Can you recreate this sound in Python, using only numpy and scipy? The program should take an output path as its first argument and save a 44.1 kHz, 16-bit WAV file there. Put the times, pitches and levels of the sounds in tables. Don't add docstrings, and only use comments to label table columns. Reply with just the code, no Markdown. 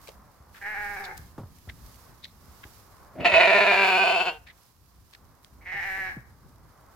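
import sys
import numpy as np
from scipy import signal
from scipy.fft import rfft, irfft, next_fast_len
from scipy.io import wavfile
from scipy.ndimage import uniform_filter1d

SR = 44100
rng = np.random.default_rng(int(sys.argv[2]) if len(sys.argv) > 2 else 0)


def inscribe(sig):
    pcm = np.round(np.clip(np.atleast_2d(sig).T, -1, 1) * 32767)
    wavfile.write(sys.argv[1], SR, pcm.astype(np.int16))


N = 306576
T = np.arange(N) / SR

# [start/s, held/s, level/dB, shortfall at onset that swells away/dB,
# fade by the end/dB, lead-in/s, mouth at first (0 wide open, 1 nearly shut), lips still to part (0-1),
# mouth closes at/s, tongue travel (ratio), tongue forward at first (ratio), treble gain/dB]
NEAR_BLEAT = (3.242, 1.047, -18.8, 0, 7.8, .04, -.2, .6, 3.84, .25, .19, 0)
FAR_BLEATS = [(.609, .505, -35.3, 4, 7, 0, -.05, 0, .98, 0, .03, -2),
              (5.648, .435, -34.3, 11, 2, .037, -.2, 0, 6.15, 0, .14, 2)]


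def near_lamb():
    # [nominal width/Hz, f wide open/Hz, level/dB, f nearly shut/Hz, level/dB]
    resonances = [(111.5, 440, -3.5, 440, -2), (130, 636, 6, 728, 1.3), (150.3, 960, -.5, 950, -3),
                  (164, 1430, -3.5, 1170, -10), (158, 1700, 3.5, 1490, -3.5), (305, 2130, -1, 2030, -15.5),
                  (200, 2430, 4.8, 2430, 2.8), (213.9, 2794, -4.5, 2780, -4.5),
                  (464, 3750, -12.5, 3480, -17), (307, 4200, -16, 4350, -13), (503, 4600, -23, 4900, -23),
                  (400, 6950, -35, 7200, -27), (900, 8500, -42, 9000, -35)]
    # [f/Hz, level/dB]
    valleys = [(60, -38), (130, -40), (200, -15), (280, -23), (1000, -13), (3000, -22), (6000, -37),
               (9000, -43), (11000, -48), (16000, -54)]
    # [t/s, pitch f/Hz, roughness (0-1)]
    tune = [(3.24, 178, .55), (3.29, 180, .6), (3.335, 191, .45), (3.42, 187, .42), (3.49, 194, .3),
            (3.56, 201, .24), (3.63, 205, .26), (3.79, 194, .26), (3.88, 192, .22), (3.93, 185, .16),
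            (4.02, 192, .17), (4.13, 192, .24), (4.28, 184, .26), (4.32, 154, .06)]
    # [f/Hz, relative level/dB]
    rasp_colour = [(40, -23), (70, -8.5), (220, 1.5), (480, -10), (610, 1.5), (950, -23.5), (2000, -23),
                   (8000, -64)]
    voice = bleat(NEAR_BLEAT, tune, (resonances, valleys), jitter=.11, shimmer_db=5, air=1.25, linger=1.63)
    voice = yard(glances(voice), lead_ms=.062, pan_db=1.6,
                 ground_db=-7.5, ground_t60=.03, barn_db=-22, barn_t60=.45)

    rasp_start_s, rasp_attack_s, rasp_db, rasp_fade_db_per_s = 3.13, .07, -31, 120
    age = T - rasp_start_s
    fade_db = rasp_fade_db_per_s * np.maximum(age - rasp_attack_s, 0)
    rasp = noise(rasp_colour, .91) * np.clip(age / rasp_attack_s, 0, 1) ** 1.5
    rasp = rasp * undb(rasp_db - fade_db + 2.5 * walk(90))
    return voice + rasp


def far_lamb():
    # [nominal width/Hz, f wide open/Hz, level/dB, f nearly shut/Hz, level/dB]
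    resonances = [(135, 350, -21, 452, -0.5), (108, 805, 1, 822, 4), (250, 1110, -15, 1230, -9.5),
                  (238, 1660, 6.5, 1650, 1.5), (300, 1790, 6.5, 1700, -20), (229, 2260, 2.5, 2174, -3),
                  (300, 2830, -12, 2640, -25), (300, 4020, -22, 3950, -26)]
    # [f/Hz, level/dB]
    valleys = [(60, -6), (200, -18.5), (600, -14.5), (3000, -33), (5500, -28), (9000, -46.5), (16000, -36)]
    # [t/s, pitch f/Hz, roughness (0-1)]
    tunes = [
        [(.61, 197, .5), (.65, 203, .35), (.69, 213, .11), (.78, 207, .11), (.94, 202, .1), (1.01, 202, .45),
         (1.15, 182, .6)],
        [(5.61, 150, .7), (5.66, 178, .25), (5.72, 189, .3), (5.785, 201, .26), (5.875, 197, .2),
         (5.9, 190, .19), (5.98, 195, .17), (6, 188, .13), (6.05, 191, .12), (6.1, 183, .5)],
    ]
    voice = np.zeros(N)
    for call, tune in zip(FAR_BLEATS, tunes):
        voice += bleat(call, tune, (resonances, valleys), jitter=.11, shimmer_db=4.3, air=1.6, linger=1.19)
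    return yard(voice, lead_ms=.071, pan_db=1.1, ground_db=-4.5, ground_t60=.21, barn_db=-9.5, barn_t60=.42)


def bleat(call, tune, shape, jitter, shimmer_db, air, linger, size=2048):
    # [f/Hz, gain/dB]
    catch_colour = [(400, -5.5), (750, -.5), (2500, -2.5), (5500, 2)]
    wobble_share, wobble_per_s = .011, 70
    slap_per_rough, slap_share, slap_scatter, slap_hz = 1.5, .47, .035, 1100
    treble_hz, hoot_overtone = 2550, 4
    pre_roll = size // 32
    start_s, held_s, _, _, _, lead_s, *_, treble_db = call

    t = T[int((start_s - lead_s) * SR):int((start_s + held_s + .09) * SR)]
    pitch, hoot, *_ = gesture(t, call, tune)
    cycles = np.cumsum(pitch * (1 + wobble_share * walk(wobble_per_s)[:len(t)])) / SR
    chance = rng.standard_normal((size // 8, size))[:int(cycles[-1]) + 1]
    at = np.interp(np.arange(len(chance)), cycles, t)
    controls = [c[:, None] for c in gesture(at, call, tune)]
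    pitch, _, level_db, rough, caught, mouth, tongue, forward = controls
    hz, age = np.fft.rfftfreq(size, 1 / SR), np.arange(size) / SR

    start = (at + jitter * (rough ** 2 / pitch)[:, 0] * chance[:, 0]) * SR
    puff = chance * np.exp(-age * pitch / 1.1)
    puff = rfft(puff / np.linalg.norm(puff, axis=1, keepdims=True))
    source = 1 + air * rough * puff * np.minimum(hz / 2000, 1.3) ** .9

    slap_s = (slap_share + slap_scatter * chance[:, 1:2]) / pitch
    slap = slap_per_rough * rough * (1 - caught) * hz / (hz + slap_hz)
    source = source + slap * np.exp(-2j * np.pi * hz * slap_s)

    tilt = undb(.045 * (level_db - level_db.max()) * np.log2(np.clip(hz, 500, 6000) / 1200))
    treble = undb(treble_db * (.5 + .5 * np.tanh((hz - treble_hz) / 200)))
    gain = throat(hz, mouth, tongue, forward, rough, *shape) * treble * tilt
    ringing = causal(gain * colour(catch_colour, hz) ** caught, linger)

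    delay = (start % 1 + pre_roll)[:, None]
    rings = irfft(source * ringing * np.exp(-2j * np.pi * hz / SR * delay))
    rings *= np.sqrt(SR / pitch) / np.linalg.norm(rings, axis=1, keepdims=True)
    rings *= undb(level_db + shimmer_db * rough * chance[:, -1:])
    out = np.zeros(N)
    for i, ring in zip(start, rings):
        add(out, (i - pre_roll) / SR, ring)
    add(out, t[0], hoot * np.cos(2 * np.pi * hoot_overtone * cycles))
    return out


def gesture(t, call, tune):
    attack_db, attack_s, swell_s, release_db_per_s = 21, .004, .045, 290
    lead_in_db = 23
    closing_share, parting_share, tongue_lowest_share = .08, .065, .41
    narrowing, narrowing_s = .45, .3
    draw_back_s = .27
    catch_rough, catch_tongue_lift, hoot_trim_db = .06, .04, -3
    (start_s, held_s, db, swell_db, fade_db, _,
     opening, parting, closes_s, travel, forward_share, _) = call

    age = np.maximum(t - start_s, 0)
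    progress = age / held_s
    pitch, rough = curves(tune, t)
    caught, caught_hz, dip_db, hoot = catches(t)

    rise_db = attack_db * np.exp(-age / attack_s) + swell_db * np.exp(-age / swell_s)
    rise_db = np.minimum(rise_db, lead_in_db)
    collapse_db = release_db_per_s * np.maximum(age - held_s, 0)
    effort_db = db - rise_db - fade_db * progress ** 2 - collapse_db

    closed = .5 + .5 * np.tanh((t - closes_s) / (2 * closing_share * held_s))
    opening = opening + narrowing * (1 - np.exp(-age / narrowing_s))
    opening = opening + parting * np.exp(-np.square(progress / parting_share))
    mouth = opening + (1 - opening) * closed
    tongue = 1 + travel * np.abs(progress - tongue_lowest_share) ** 1.5 + catch_tongue_lift * (caught - .5)
    forward = 1 + forward_share * np.exp(-age / draw_back_s)

    pitch = pitch * (1 - caught) + caught_hz
    hoot = hoot * undb(effort_db + hoot_trim_db)
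    return pitch, hoot, effort_db - dip_db, rough + catch_rough * caught, caught, mouth, tongue, forward


def catches(t):
    # [middle t/s, length/s, pitch it falls to f/Hz, dip/dB, hoot against the voice before trim/dB]
    quaver = [(3.271, .009, 170, 7, -1), (3.302, .03, 146, 6, -5), (3.36, .024, 162, 1, 3),
              (3.385, .026, 169, 2, 5), (3.424, .02, 168, 2, -2), (3.457, .028, 164, 3, -2),
              (3.525, .028, 164, 2, -1), (3.592, .024, 166, 2, -3), (3.657, .026, 167, 4, -7),
              (3.724, .016, 174, 2, -5), (3.751, .018, 177, 2, -8), (3.845, .012, 186, 1, -14),
              (3.873, .016, 178, 2, -12), (3.908, .012, 180, 1, -12), (3.982, .018, 170, 1, -6),
              (4.05, .026, 169, 2, 3), (4.084, .014, 173, 2, 1), (4.113, .024, 167, 1, 4),
              (4.178, .048, 169, 2, 2), (4.243, .044, 158, 6, -9), (4.325, .05, 153, 6, -12),
              (.635, .01, 194, 9, -15), (.752, .024, 195, 1, -18), (.974, .034, 187, 1, -18),
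              (1.035, .02, 190, 2, -14), (1.068, .026, 182, 2, -6), (5.735, .022, 168, 0, -20),
              (5.823, .05, 172, 1, -22)]
    middle_s, length_s, hz, dip_db, hoot_db = np.transpose(quaver)
    caught = np.exp(-np.square(np.square(2 * (t[:, None] - middle_s) / length_s)))
    share = caught / np.maximum(caught.sum(axis=1), 1)[:, None]
    return share.sum(axis=1), share @ hz, share @ dip_db, caught ** 2 @ undb(hoot_db)


def throat(hz, mouth, tongue, forward, rough, resonances, valleys):
    flutter_per_rough = .03
    power = colour(valleys, hz) ** 2
    for width, open_hz, open_db, shut_hz, shut_db in resonances:
        shift = 1
        if 1500 <= open_hz < 2000:
            shift = forward
        elif 2000 <= open_hz < 3300:
            shift = tongue
        centre = (open_hz + mouth * (shut_hz - open_hz)) * shift
        centre = centre * (1 + flutter_per_rough * rough * rng.standard_normal(rough.shape))
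        peak = undb(open_db + mouth * (shut_db - open_db)) ** 2
        power = power + peak / (1 + np.square((hz - centre) / (width * .64))) ** 2
    return np.sqrt(power)


def causal(gain, linger):
    cepstrum = irfft(np.log(gain + 1e-9))
    cepstrum[:, cepstrum.shape[-1] // 2:] = 0
    return gain * np.exp(2j * linger * rfft(cepstrum).imag)


def glances(x):
    glance_hz = 2000
    treble = signal.sosfilt(signal.butter(2, glance_hz, "high", fs=SR, output="sos"), x)
    out = np.array([x, x])
    for lag_ms, ms_per_s, left_db, right_db in [(1.9, 1.3, -7, -15), (5.3, -1.5, -14, -10)]:
        late_s = (lag_ms + ms_per_s * (T - NEAR_BLEAT[0])) / 1000
        out = out + undb(np.array([[left_db], [right_db]])) * np.interp(T - late_s, T, treble)
    return out


def yard(x, lead_ms, pan_db, ground_db, ground_t60, barn_db, barn_t60):
    age = T[:SR]
    hz = np.fft.rfftfreq(SR, 1 / SR)

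    def scatter(t60, onset_s, points):
        tail = rng.standard_normal((2, SR)) * undb(-60 * age / t60) * (1 - np.exp(-np.square(age / onset_s)))
        return rfft(tail / np.linalg.norm(tail, axis=1, keepdims=True)) * colour(points, hz)

    nearby = scatter(ground_t60, .00072, [(230, -17), (650, 1), (1400, 2), (5000, 3), (10000, 5)])
    barns = scatter(barn_t60, .013, [(200, -24.5), (800, 5), (2000, 6), (2800, -2), (6000, -9.5)])
    phase = np.minimum(2 * np.pi * hz * np.array([[0], [lead_ms / 1000]]), 1.2)
    ground = undb(ground_db) * nearby[0] * np.array([[1], [-1]])
    response = irfft(np.exp(-1j * phase) + ground + undb(barn_db) * barns)[:, :SR // 2]
    wet = signal.fftconvolve(np.atleast_2d(x), response, axes=1)[:, :N]
    return wet * undb(np.array([[pan_db], [-pan_db]]) / 2)


def thuds():
    # [t/s, level/dB, nominal pitch f/Hz, 60 dB decay/s, knock against the thud/dB]
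    low_thuds = [(0.403, -39, 78.5, 0.11, -33), (1.193, -38, 90, 0.22, -18), (1.38, -38, 135, .2, 3),
                 (1.403, -35.5, 150, .15, -34), (1.433, -32.5, 112, 0.13, -22),
                 (1.674, -34.5, 91, 0.29, -14), (2.651, -37, 74, 0.11, -15.5), (3.325, -32.5, 85, 0.2, -30),
                 (5.74, -44.5, 167, 0.27, -1.5), (5.979, -41, 196, 0.12, -2),
                 (6.167, -29, 166.7, 0.12, -19.5)]
    out, age = np.zeros((2, N)), T[:SR // 3]
    knock = noise([(80, -5), (400, -1), (1200, -9), (2000, -28.5), (9000, -41)], 1.0)
    for s, db, hz, ring_s, knock_db in low_thuds:
        phase = 2 * np.pi * np.cumsum(hz * (.72 + 1.47 * np.exp(-age / .0054))) / SR
        thud = np.sin(phase) * undb(-60 * age / ring_s) * (1 - np.exp(-age / .0035))
        i = int(s * SR)
        tap = undb(knock_db) * knock[:, i:i + len(age)] * np.exp(-age / .021)
        add(out, s, undb(db) * (thud + tap))
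    return out


def scuffs():
    # [t/s, time to peak/s, level/dB, centre f/Hz, half-width/octaves, upper resonance against lower/dB]
    showers = [(0.071, 0.01, -47, 2350, 0.95, -9), (.086, 0.005, -40.5, 486, 0.25, -15),
               (.09, .0015, -43, 2200, .6, -2), (0.539, 0.022, -48, 1670, .6, -15),
               (1.038, 0.008, -41, 3930, 0.3, -15), (1.165, 0.011, -45.5, 6860, 3, -15),
               (1.686, 0.0093, -40, 1850, 0.25, -10), (2.22, .022, -47.5, 2100, .2, 4),
               (2.243, .002, -35.5, 2100, .22, 6), (2.251, .003, -41, 2050, .2, 1),
               (2.632, 0.0055, -42, 1750, 0.22, -12), (4.462, 0.015, -48, 1980, 0.3, -9),
               (4.497, .008, -49, 1950, .25, -10), (5.123, .014, -55, 2200, .5, -3),
               (5.135, .0016, -48, 2100, .22, 1), (5.149, 0.0025, -45, 2100, 0.35, -8),
               (5.446, 0.00081, -43.5, 3200, 0.61, -12)]
    upper_ratio = 1.83
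    out, age = np.zeros((2, N)), T[:SR // 3]
    hz = np.fft.rfftfreq(len(age), 1 / SR) + 1
    for s, rise_s, db, centre_hz, octaves, upper_db in showers:
        uneven_db = 2.4 * rng.exponential(size=len(age)) + 4 * walk(400)[:len(age)]
        grains = rng.standard_normal((3, len(age))) * undb(uneven_db)
        stereo = grains[0] + 1.7 * grains[1:]
        swell = (age / rise_s * np.exp(1 - age / rise_s)) ** 1.5
        lower = 1 / (1 + np.square(np.log2(hz / centre_hz) / octaves))
        upper = 1 / (1 + np.square(np.log2(hz / (centre_hz * upper_ratio)) / octaves))
        x = swell * irfft(rfft(stereo) * np.hypot(lower, undb(upper_db) * upper))
        add(out, s, undb(db) * x * swell.std() / x.std())
    return out


def breeze(level_db):
    # [f/Hz, relative level/dB]
    breeze_colour = [(15, -19), (30, -17), (52, 0), (90, -2.5), (150, -9.5), (220, -13), (400, -22.5),
                     (900, -55)]
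    return noise(breeze_colour, .72) * undb(level_db + 2.6 * walk(18))


def traffic(level_db):
    # [f/Hz, relative level/dB]
    traffic_colour = [(100, -13), (250, -2.5), (450, 1.5), (750, 3), (1100, 6), (1500, -1.5), (2200, -10),
                      (3500, -38.5), (8000, -43.5)]
    return noise(traffic_colour, .61) * undb(level_db + 2.4 * walk(9.8))


def hiss():
    # [f/Hz, relative level/dB]
    hiss_colour = [(800, -5.5), (2200, -5), (3500, -5), (5000, -1.5), (8000, -6.5), (11000, -5),
                   (13500, -2), (16000, -8.5)]
    # [middle t/s, half length/s, level/dB]
    rustling = [(.06, .1, -58.5), (.68, .18, -57.5), (1.2, .16, -58.5), (1.9, .42, -59), (2.72, .3, -57)]
    floor_db, swell_db = -66.3, -53.2
    swell_at_share, swell_share = .67, .33
    power = undb(floor_db) ** 2
    for s, half_s, db in rustling:
        power = power + np.square(undb(db) * hump(s, half_s))
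    for s, held_s, *_ in [NEAR_BLEAT, *FAR_BLEATS]:
        swell = undb(swell_db) * hump(s + swell_at_share * held_s, swell_share * held_s)
        power = power + np.square(swell)
    x = noise(hiss_colour, .071) * np.sqrt(power) * undb(1.0 * walk(70) + 1.3 * walk(11))
    # 14 a second on average, dying away in 1.2 ms
    ticks = (rng.random(N) < 14 / SR) * rng.standard_normal((2, N))
    x = x * (1 + undb(4) * signal.lfilter([1], [1, -np.exp(-1 / (.0012 * SR))], np.abs(ticks)))
    return x * undb(np.array([[-2.9], [2.9]]))


def outdoors():
    # [t/s, breeze level/dB, traffic level/dB]
    air_levels = [(0, -55.5, -58), (.33, -59.5, -62), (.6, -54.5, -58.5), (1.9, -54, -62),
                  (2.9, -56, -57.5), (4.9, -62.5, -68.5), (5.6, -54.5, -61), (6.95, -55.5, -60.5)]
    breeze_db, traffic_db = curves(air_levels)
    return breeze(breeze_db) + traffic(traffic_db) + hiss()


def undb(db):
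    return 10 ** (np.asarray(db) / 20)


def curves(table, t=T):
    s, *columns = np.transpose(table)
    return [np.interp(t, s, c) for c in columns]


def colour(points, hz):
    f, db = np.transpose(points)
    return undb(np.interp(np.log(hz + 1), np.log(f), db))


def noise(points, likeness):
    share = np.clip(likeness, 0, 1)
    white = np.sqrt(share) * rng.standard_normal(N) + np.sqrt(1 - share) * rng.standard_normal((2, N))
    size = next_fast_len(N)
    x = irfft(rfft(white, size) * colour(points, np.fft.rfftfreq(size, 1 / SR)), size)[:, :N]
    return x / x.std()


def walk(rate):
    k = int(SR / rate)
    stairs = np.repeat(rng.standard_normal(N // k + 1), k)
    return 1.3 * uniform_filter1d(uniform_filter1d(stairs, k), k)[:N]


def hump(middle_s, half_s):
    return np.exp(-np.square((T - middle_s) / half_s))


def add(out, start_s, x):
    i = max(int(start_s * SR), 0)
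    out[..., i:i + x.shape[-1]] += x[..., :N - i]


def scene():
    return near_lamb() + far_lamb() + thuds() + scuffs() + outdoors()


def record(dry):
    top_hz = 15850
    return signal.sosfilt(signal.ellip(10, .2, 80, top_hz, fs=SR, output="sos"), dry)


dry = scene()
out = record(dry)
inscribe(out)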